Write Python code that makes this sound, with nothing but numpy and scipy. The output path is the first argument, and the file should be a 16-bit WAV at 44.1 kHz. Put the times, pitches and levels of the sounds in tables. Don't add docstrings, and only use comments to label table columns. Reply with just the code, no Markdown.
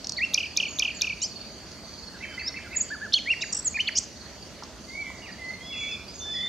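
import sys
import numpy as np
from scipy import signal
from scipy.fft import rfft, irfft, next_fast_len
from scipy.io import wavfile
from scipy.ndimage import uniform_filter1d, map_coordinates

SR = 44100
rng = np.random.default_rng(int(sys.argv[2]) if len(sys.argv) > 2 else 0)


def persist_wave(psi):
    counts = np.round(np.clip(psi, -1, 1) * 32767).astype(np.int16)
    wavfile.write(sys.argv[1], SR, np.atleast_2d(counts).T)


def ratio_of_db(decibels):
    return 10 ** (np.asarray(decibels, float) / 20)


N = 285768


def unit(x):
    return x / np.sqrt(np.mean(x ** 2) + 1e-20)


def along(points, hz):
    f, v = np.transpose(points)
    return np.interp(np.log(hz + 1), np.log(f + 1), v)


def wobble(size, rate):
    knots = rng.standard_normal(int(size * rate / SR) + 4)
    return map_coordinates(knots, [np.arange(size) * rate / SR])


def filtered(x, response):
    m = next_fast_len(x.shape[-1] + 8192)
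    spectrum = rfft(x, m) * response(np.fft.rfftfreq(m, 1 / SR))
    return irfft(spectrum, m)[..., :x.shape[-1]]


def add(track, s, sound):
    part = track[round(s * SR):][:len(sound)]
    part += sound[:len(part)]


TRAIL = int(.01 * SR)


def syrinx(hz, gain):
    brief = 1 / (1 + len(hz) / SR / 0.46)
    shivering_hz = hz * (1 + 0.0081 * brief * wobble(len(hz), 290.5))
    phase = 2 * np.pi * (np.cumsum(shivering_hz) / SR + rng.random())
    overtones = ratio_of_db(-18.5) * np.sin(2 * phase) + ratio_of_db(-37.0) * np.sin(3 * phase)
    fits = .015 + np.exp(-((hz - 3100) / 500) ** 2)
    size = gain * ratio_of_db(2.0 * brief * wobble(len(hz), 140.0))
    fundamental = np.pad(size * np.sin(phase), (0, TRAIL))
    return fundamental + np.pad(size * brief * fits * overtones, (TRAIL, 0))


def note(ms, first_hz, mid_hz, last_hz, db, swell, lean=0.78):
    u = np.linspace(0, 1, int(ms * SR / 1000) + 2)
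    bend = np.polyfit([0, .5, 1], [first_hz, mid_hz, last_hz], deg=2)
    return syrinx(np.polyval(bend, u), ratio_of_db(db) * np.abs(np.sin(np.pi * u ** lean)) ** swell)


def glide(rows, soften_ms):
    s, hz, db = np.transpose(rows)
    t = np.arange(s[0], s[-1], 1 / SR)
    width = int(soften_ms * SR / 1000) + 1
    pitch = uniform_filter1d(np.interp(t, s, hz), width, mode="nearest")
    ends = np.clip(np.minimum(t - s[0], s[-1] - t) / 0.0012, 0, 1)
    return syrinx(pitch, ends * np.interp(t, s, ratio_of_db(db)))


def bird(notes, glides, swell, soften_ms):
    song = np.zeros(N)
    for s, *shape in notes:
        add(song, s, note(*shape, swell))
    for rows in glides:
        add(song, rows[0][0], glide(rows, soften_ms))
    return song


def bowed(rows):
    bow = 0.169
    return [(s, ms, a, (a + b) / 2 + bow * abs(b - a), b, db) for s, ms, a, b, db in rows]


# f/Hz, level/dB per Hz
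AIR_SPECTRUM = [(25, -32), (45, -3.5), (70, 4), (130, -4.5), (200, 0.5), (520, -9), (650, -5), (730, -11.5),
                (1700, -16), (3600, -17.5), (6300, -15), (8100, -28), (14000, -38.5), (15600, -45)]
# f/Hz, likeness (0 to 1)
AIR_LIKENESS = [(60, 0.82), (950, 0.92), (3770, 0.47), (15000, 0.062)]


def air():
    z = signal.stft(rng.standard_normal((2, N)), nperseg=512)[2]
    field = uniform_filter1d(rng.standard_normal(z.shape[1:]), size=6, axis=0)
    patches = unit(uniform_filter1d(field, size=14, axis=1))
    leafy = np.clip(np.arange(len(field))[:, None] / 20, 0, 1)
    pair = signal.istft(z * ratio_of_db(2.37 * leafy * patches), nperseg=512)[1][:, :N]

    def mid_side(hz):
        angle = np.arccos(np.clip(along(AIR_LIKENESS, hz), -1, 1)) / 2
        return ratio_of_db(along(AIR_SPECTRUM, hz)) * [np.cos(angle), np.sin(angle)]

    mid, side = filtered(pair, mid_side)
    return ratio_of_db(-44.5) * unit(np.array([mid + side, mid - side])) * ratio_of_db([[-.9], [.9]])


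# t/s, level/dB (rms)
CHORUS_LEVEL = [(0, -50), (1.4, -51.5), (2, -49), (2.25, -59.5), (3.3, -51.5), (4.7, -58.5), (6.48, -56.5)]


def crickets(count=10):
    s, db = np.transpose(CHORUS_LEVEL)
    out = np.zeros((2, N))
    for k in range(count):
        cycle = (np.cumsum(19 + .4 * k + 1.4 * wobble(N, 3)) / SR + rng.random()) % 1
        stroke = np.clip(cycle / .45, 0, 1)
        hz = 4900 - 52 * k + 60 * wobble(N, 2.6) - 330 * stroke ** 2
        size = np.sin(np.pi * stroke) * ratio_of_db(4.4 * wobble(N, 5.03))
        tone = size * np.sin(2 * np.pi * np.cumsum(hz) / SR)
        out += [tone, ratio_of_db(5.0) * np.roll(tone, -1 - k % 3)]
    return unit(out) * ratio_of_db(np.interp(np.arange(N) / SR, s, db))


# f/Hz, T60/s
BUSH_DECAY = [(1500, 0.62), (4000, 0.56), (8000, 0.35)]


def bushes(x, alike):
    hz, t, z = signal.stft(rng.standard_normal((3, SR // 2)), SR, nperseg=128)
    decay = ratio_of_db(-60 * t / along(BUSH_DECAY, hz)[:, None])
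    common, *own = signal.istft(z * decay, SR, nperseg=128)[1]
    share = np.clip(alike, 0, 1)
    tail = np.sqrt(share) * common + np.sqrt(1 - share) * np.array(own)
    tail = tail / np.linalg.norm(tail[0])
    tail[:, SR // 20:][:, :SR // 200] += 0.029 * rng.standard_normal(SR // 200)
    return signal.fftconvolve(x[None], tail, axes=1)[:, :N]


# t/s, level/dB (peak), centre f/Hz, time for the burst to fall 14 dB/ms
TICKS_HEARD = [(0.044, -22, 5460, 5.7), (0.0706, -17, 6200, 1.9), (.094, -16.5, 6140, 3.6),
               (0.121, -17, 6130, 4.4), (1.717, -31, 5400, 1.9), (3.806, -22.5, 5300, 2.3),
               (4.623, -32, 1040, 13), (4.635, -29, 5560, 6), (5.1, -34.5, 950, 9.7)]


def ticks(width):
    out, t = np.zeros(N), np.arange(SR // 20) / SR
    for s, db, hz, ms in TICKS_HEARD:

        def response(f):
            damping = 1j * f * width * hz
            peak = damping / (hz * hz - f * f + damping)
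            return peak ** 3 / (1 + 1j * f / 8000) ** 6

        burst = rng.standard_normal(len(t)) * ratio_of_db(-14 * t * 1000 / ms)
        ring = filtered(burst, response)
        add(out, s, ratio_of_db(db) * ring / np.abs(ring).max())
    return out


# strokes a chirp, gap/ms, first f/Hz, fall in f/Hz
NEAR_CRICKETS = [(4, 47, 4820, 420), (3, 45, 4440, 120)]
# t/s of the last stroke, level/dB of that stroke before panning
CHIRP_TIMES = [
    [(.47, -41), (.96, -40), (1.46, -41.5), (1.98, -40.5), (2.43, -37), (2.93, -37.5), (3.49, -39),
     (3.96, -37), (4.42, -41), (4.93, -38.5), (5.32, -41), (6.4, -42)],
    [(.17, -34), (.68, -40), (1.4, -37), (2.07, -39.5), (2.56, -38.5), (3.81, -40), (4.25, -39.5),
     (5.0, -42.5), (5.53, -40.5)],
]


def chirps():
    stroke_ms, swell_db = 21.4, 2.5
    song, u = np.zeros(N), np.linspace(0, 1, int(stroke_ms * SR / 1000))
    for (strokes, gap_ms, hz, fall_hz), rows in zip(NEAR_CRICKETS, CHIRP_TIMES):
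        for s, db in rows:
            for k in range(strokes):
                size, detune, turn = rng.standard_normal(3)
                phase = 2 * np.pi * np.cumsum(hz + 30 * detune - fall_hz * u) / SR + 2 * turn
                gain = ratio_of_db(db - swell_db * k + 2.0 * size)
                add(song, s - k * gap_ms / 1000, gain * np.sin(np.pi * u) * np.sin(phase))
    return np.array([ratio_of_db(-3) * song, ratio_of_db(2.0) * np.roll(song, -2)])


# start t/s, length/ms, first f/Hz, last f/Hz, level/dB
NEAR_SLIDES = [(1.217, 22, 6200, 7520, -22.5), (1.217, 44, 5300, 6190, -26), (1.204, 34, 3550, 4100, -41.5),
               (1.228, 42, 4080, 5480, -29), (1.214, 37, 2750, 3170, -38.5), (2.478, 10.4, 3820, 3650, -30),
               (2.486, 9.7, 5700, 3530, -25.5), (3.123, 8.4, 2860, 4220, -29),
               (3.131, 9.8, 3930, 6180, -19.5), (3.139, 8.3, 4220, 4340, -11), (3.41, 23, 3590, 4050, -28),
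               (3.415, 11, 5020, 7050, -29), (3.42, 10, 4270, 5640, -26), (3.418, 28, 2914, 1410, -23.5),
               (3.872, 24, 3463, 1388, -21.5), (3.876, 9.7, 3880, 4650, -21.5)]
# start t/s, length/ms, top f/Hz, level/dB
NEAR_ARCHES = [(2.903, 56, 1753, -30), (3.008, 65, 1743, -31.5), (0.165, 34, 4520, -29.5)]
# t/s, f/Hz, level/dB
NEAR_CONTOURS = [
    [(0.18, 2350, -33), (0.19, 1985, -23.5), (0.201, 1832, -37), (0.213, 2110, -24), (0.227, 2540, -20.5),
     (0.24, 2710, -18), (0.251, 2765, -23)],
    [(2.395, 4245, -38.5), (2.44, 4680, -41.5), (2.47, 5100, -31), (2.486, 5580, -23.5)],
    [(3.135, 4180, -26), (3.139, 3630, -14.5), (3.144, 2950, -18.5), (3.156, 3270, -20),
     (3.167, 3400, -18.5), (3.178, 3030, -27), (3.193, 2060, -40)],
    [(3.256, 1734, -45), (3.266, 1957, -31.5), (3.271, 1930, -42), (3.276, 2170, -22.5), (3.288, 2306, -27),
     (3.305, 2700, -19.5), (3.316, 2830, -18), (3.328, 2680, -20.5), (3.344, 1750, -33.5)],
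    [(3.645, 8550, -42), (3.65, 7980, -31), (3.665, 7160, -21), (3.68, 6650, -18), (3.688, 6300, -37.5)],
    [(3.742, 2320, -34), (3.76, 2510, -24.5), (3.77, 2410, -23.5), (3.775, 1790, -31), (3.784, 1723, -33.5),
     (3.803, 2910, -18.5), (3.812, 3095, -18.5), (3.822, 2990, -31)],
    [(3.981, 3600, -33), (3.987, 6260, -14), (3.992, 7770, -38), (3.998, 8400, -33)],
    [(5.59, 3170, -66), (5.66, 3358, -42), (5.72, 3386, -35), (5.9, 3430, -34), (5.95, 3483, -30.5),
     (5.96, 3420, -38)],
    [(6.2, 3560, -45), (6.23, 3560, -35), (6.3, 3505, -31.5), (6.38, 3445, -28), (6.49, 3567, -27)],
]


def near_notes():
    start, end = .82, 0.722
    arches = [(s, ms, start * hz, hz, end * hz, db) for s, ms, hz, db in NEAR_ARCHES]
    return bird(bowed(NEAR_SLIDES) + arches, NEAR_CONTOURS, swell=0.56, soften_ms=1.5)


# crack t/s, crack level/dB, wait before the trill/ms,
# trill first f/Hz, trill level/dB, fade a note/dB
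WHIP_TRILLS = [(0.345, -7.5, 31, 3250, -17, 4), (0.5742, -10, 26, 3280, -17.5, 4.5),
               (0.7959, -12, 26, 3400, -16.5, 4.5), (1.0199, -10.5, 22.4, 3010, -24, 1.4)]
# t/s from the crack, f/Hz, level/dB re crack
WHIP_CONTOURS = [
    [(-.010, 4200, -30), (-.0075, 3750, -11.5), (-.005, 3150, -12)],
    [(-.004, 7400, -42), (-.002, 6600, -11), (0, 5700, -1), (.002, 4700, -8), (.005, 3700, -15)],
    [(-.016, 13000, -62), (-.01, 13700, -43), (-.006, 13100, -31), (-.002, 11000, -30.5), (.002, 8000, -30)],
]
# t/s from the crack, f/Hz, level/dB
WHIP_HOOK = [(0, 2800, -28), (.004, 2400, -26), (.011, 2370, -26.5), (.02, 2600, -36)]


def whips():
    song = np.zeros(N)
    for s, db, *_ in WHIP_TRILLS:
        add(song, s, glide(WHIP_HOOK, soften_ms=1.63))
        for part in WHIP_CONTOURS:
            add(song, s + part[0][0], ratio_of_db(db) * glide(part, soften_ms=1.2))
    return song


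TRILL_LENGTHS = [14, 19, 24, 17.3]


def trills():
    gap_ms, sag_ms, low_hz = 26.5, 8.36, 2192
    scatter, scatter_db = 0.029, 0.5
    song = np.zeros(N)
    for s, _, wait_ms, hz, db, fade_db in WHIP_TRILLS:
        for k, ms in enumerate(TRILL_LENGTHS):
            u = np.linspace(0, 1, int(ms * SR / 1000))
            first_hz = hz * (1 + scatter * rng.uniform(-0.87, 1))
            pitch = low_hz + (first_hz - low_hz) * np.exp(-u * ms / sag_ms)
            size = ratio_of_db(db - fade_db * k + scatter_db * rng.standard_normal())
            envelope = np.abs(np.sin(np.pi * u ** 0.61)) ** 0.7
            add(song, s + (wait_ms + k * gap_ms) / 1000, syrinx(pitch, size * envelope))
    return song


# start t/s, length/ms, first f/Hz, last f/Hz, level/dB
FAR_WHISTLES = [(0.675, 120, 6870, 6450, -43.5), (0.945, 72, 7340, 6280, -46.5),
                (3.404, 120, 7300, 6400, -46.5), (5.64, 210, 5120, 4845, -49),
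                (5.89, 100, 2720, 2360, -41.5), (6.391, 90, 3100, 3120, -53), (5.7, 72, 2310, 2020, -48),
                (5.77, 150, 7030, 6140, -49), (5.915, 26, 5380, 4490, -41), (6.08, 35.6, 4620, 5040, -40.5),
                (6.14, 26, 6120, 6840, -42.5), (2.23, 150, 3123, 3066, -51.5), (6.25, 79, 1695, 1780, -52),
                (6.315, 33, 5000, 5330, -42.5)]
# start t/s, length/ms, first f/Hz, last f/Hz, level/dB
FAR_FALLS = [(6.18, 46, 6640, 5730, -40), (6.342, 30, 5130, 4560, -39.5)]
# t/s, f/Hz, level/dB
FAR_CONTOURS = [
    [(4.87, 2086, -65), (4.92, 2090, -39), (4.96, 2243, -35.5), (5.01, 2316, -37), (5.06, 2090, -38.5),
     (5.1, 1983, -45), (5.2, 2000, -68)],
    [(5.22, 2865, -44), (5.25, 2850, -44), (5.275, 2100, -42.5), (5.31, 1636, -45.5)],
    [(5.38, 2095, -46), (5.43, 2010, -39), (5.48, 2023, -34), (5.53, 2086, -41), (5.58, 2140, -64)],
]


def far_notes():
    early = 0.64
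    slides = [(s, ms, a, a + early * (b - a), b, db) for s, ms, a, b, db in FAR_WHISTLES]
    return bird(slides + bowed(FAR_FALLS), FAR_CONTOURS, swell=0.12, soften_ms=20)


# t/s from the top note, length/ms, first f/Hz, middle f/Hz, last f/Hz, level/dB before gain
CHANT_PHRASE = [(-0.083, 36, 1713, 1534, 1320, -45), (-0.018, 27, 2080, 2104, 2420, -36),
                (0, 27, 2594, 2640, 2600, -37.5), (0.012, 22, 2524, 2120, 1540, -36)]


def chant(count=4):
    start_s, gap_s, gain_db = 2.224, .1677, -2
    song = np.zeros(N)
    for k in range(count):
        for lead, *shape in CHANT_PHRASE:
            tone = note(*shape, swell=0.35)
            grain_db = 3 * wobble(len(tone), 130)
            level_db = gain_db + 1.0 * rng.standard_normal() + grain_db
            add(song, start_s + k * gap_s + lead, ratio_of_db(level_db) * tone)
    return song


def warble():
    start_s, swing_ms, swings = 2.752, 41.2, 2.3
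    centre_hz, depth_hz, peak_db, dip_db, edge_db = 7185, 456, -15, 15, 15
    turn = np.arange(int(swings * swing_ms * SR / 1000)) / SR * 1000 / swing_ms
    high = np.cos(2 * np.pi * turn)
    edge = (2 * turn / swings - 1) ** 4
    level_db = peak_db - dip_db * np.abs(np.cos(np.pi * turn)) - edge_db * edge
    song = np.zeros(N)
    add(song, start_s, syrinx(centre_hz + depth_hz * (high + 0.54 * edge), ratio_of_db(level_db)))
    return song


def duets(count=4):
    start_s, gap_ms, high_db, low_db, fade_step_db = 3.524, 21, -21, -24, 2.5
    song = np.zeros(N)
    for k in range(count):
        s, fade_db = start_s + k * gap_ms / 1000, fade_step_db * k
        dip_hz = 550 * (k == 0)
        add(song, s, note(15, 8800, 7800 - dip_hz, 7450 - dip_hz, high_db - fade_db, swell=1.0, lean=1.37))
        add(song, s, note(15.0, 6350, 5600, 5300, low_db - fade_db, swell=0.71))
    return song


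# side-band number, level/dB (peak)
RASP_STRANDS = [(-4, -36), (-1, -25), (0, -20.5), (1, -29), (2, -36)]


def rasp():
    u = np.linspace(0, 1, int(.032 * SR))
    rise = 1 + 0.132 * u + 0.303 * u ** 4.67
    envelope = np.sin(np.pi * u ** 2.0) ** 0.37
    strands = [syrinx((5300 + 640 * k) * rise, ratio_of_db(db) * envelope) for k, db in RASP_STRANDS]
    song = np.zeros(N)
    add(song, 3.952, sum(strands))
    return song


# t/s, f/Hz, level/dB
FAR_TRILLS = [
    [(5.725, 2780, -41), (5.89, 2540, -50.5)],
    [(5.74, 2430, -48), (5.85, 2315, -33), (5.9, 2430, -48)],
    [(6.34, 1980, -42.5), (6.465, 2030, -39.5)],
]


def churrs():
    song = np.zeros(N)
    for rows in FAR_TRILLS * 2:
        s, hz, db = np.transpose(rows)
        t = np.arange(s[0], s[-1], 1 / SR)
        pulse_hz = 40 + 8 * wobble(len(t), 30.9)
        cycle = (np.cumsum(pulse_hz) / SR + rng.random()) % 1
        pitch = np.interp(t, s, hz) * (1 + 0.12 * (.5 - cycle) + 0.0249 * wobble(len(t), 40))
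        size = ratio_of_db(np.interp(t, s, db) + 2.2 * wobble(len(t), 53))
        add(song, s[0], syrinx(pitch, size * np.sin(np.pi * cycle) ** 2))
    return song


def scene():
    near = near_notes() + warble() + whips() + trills() + duets() + rasp() + ticks(width=0.48)
    throb_hz = 40 + 5 * wobble(N, 8.8)
    throb = ratio_of_db(2.9 * np.sin(2 * np.pi * np.cumsum(throb_hz) / SR))
    far = far_notes() * throb + chant() + churrs()
    near = (near + ratio_of_db(-13.5) * bushes(near, alike=0.76)) * ratio_of_db([[-.6], [.6]])
    far = (ratio_of_db(1.0) * far + ratio_of_db(-3.5) * bushes(far, alike=1.0)) * ratio_of_db([[-1.5], [1.5]])
    lag_s = 3.4e-5
    far[0] = filtered(far[0], lambda hz: np.exp(-2j * np.pi * hz * lag_s))
    chorus = crickets() + chirps()
    return near + far + chorus + ratio_of_db(-2.0) * bushes(chorus[0], alike=0.12) + air()


def roll_off(x):
    return signal.sosfilt(signal.butter(12, 15670, fs=SR, output="sos"), x)


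def record(dry):
    return roll_off(dry)


dry = scene()
out = record(dry)
persist_wave(out)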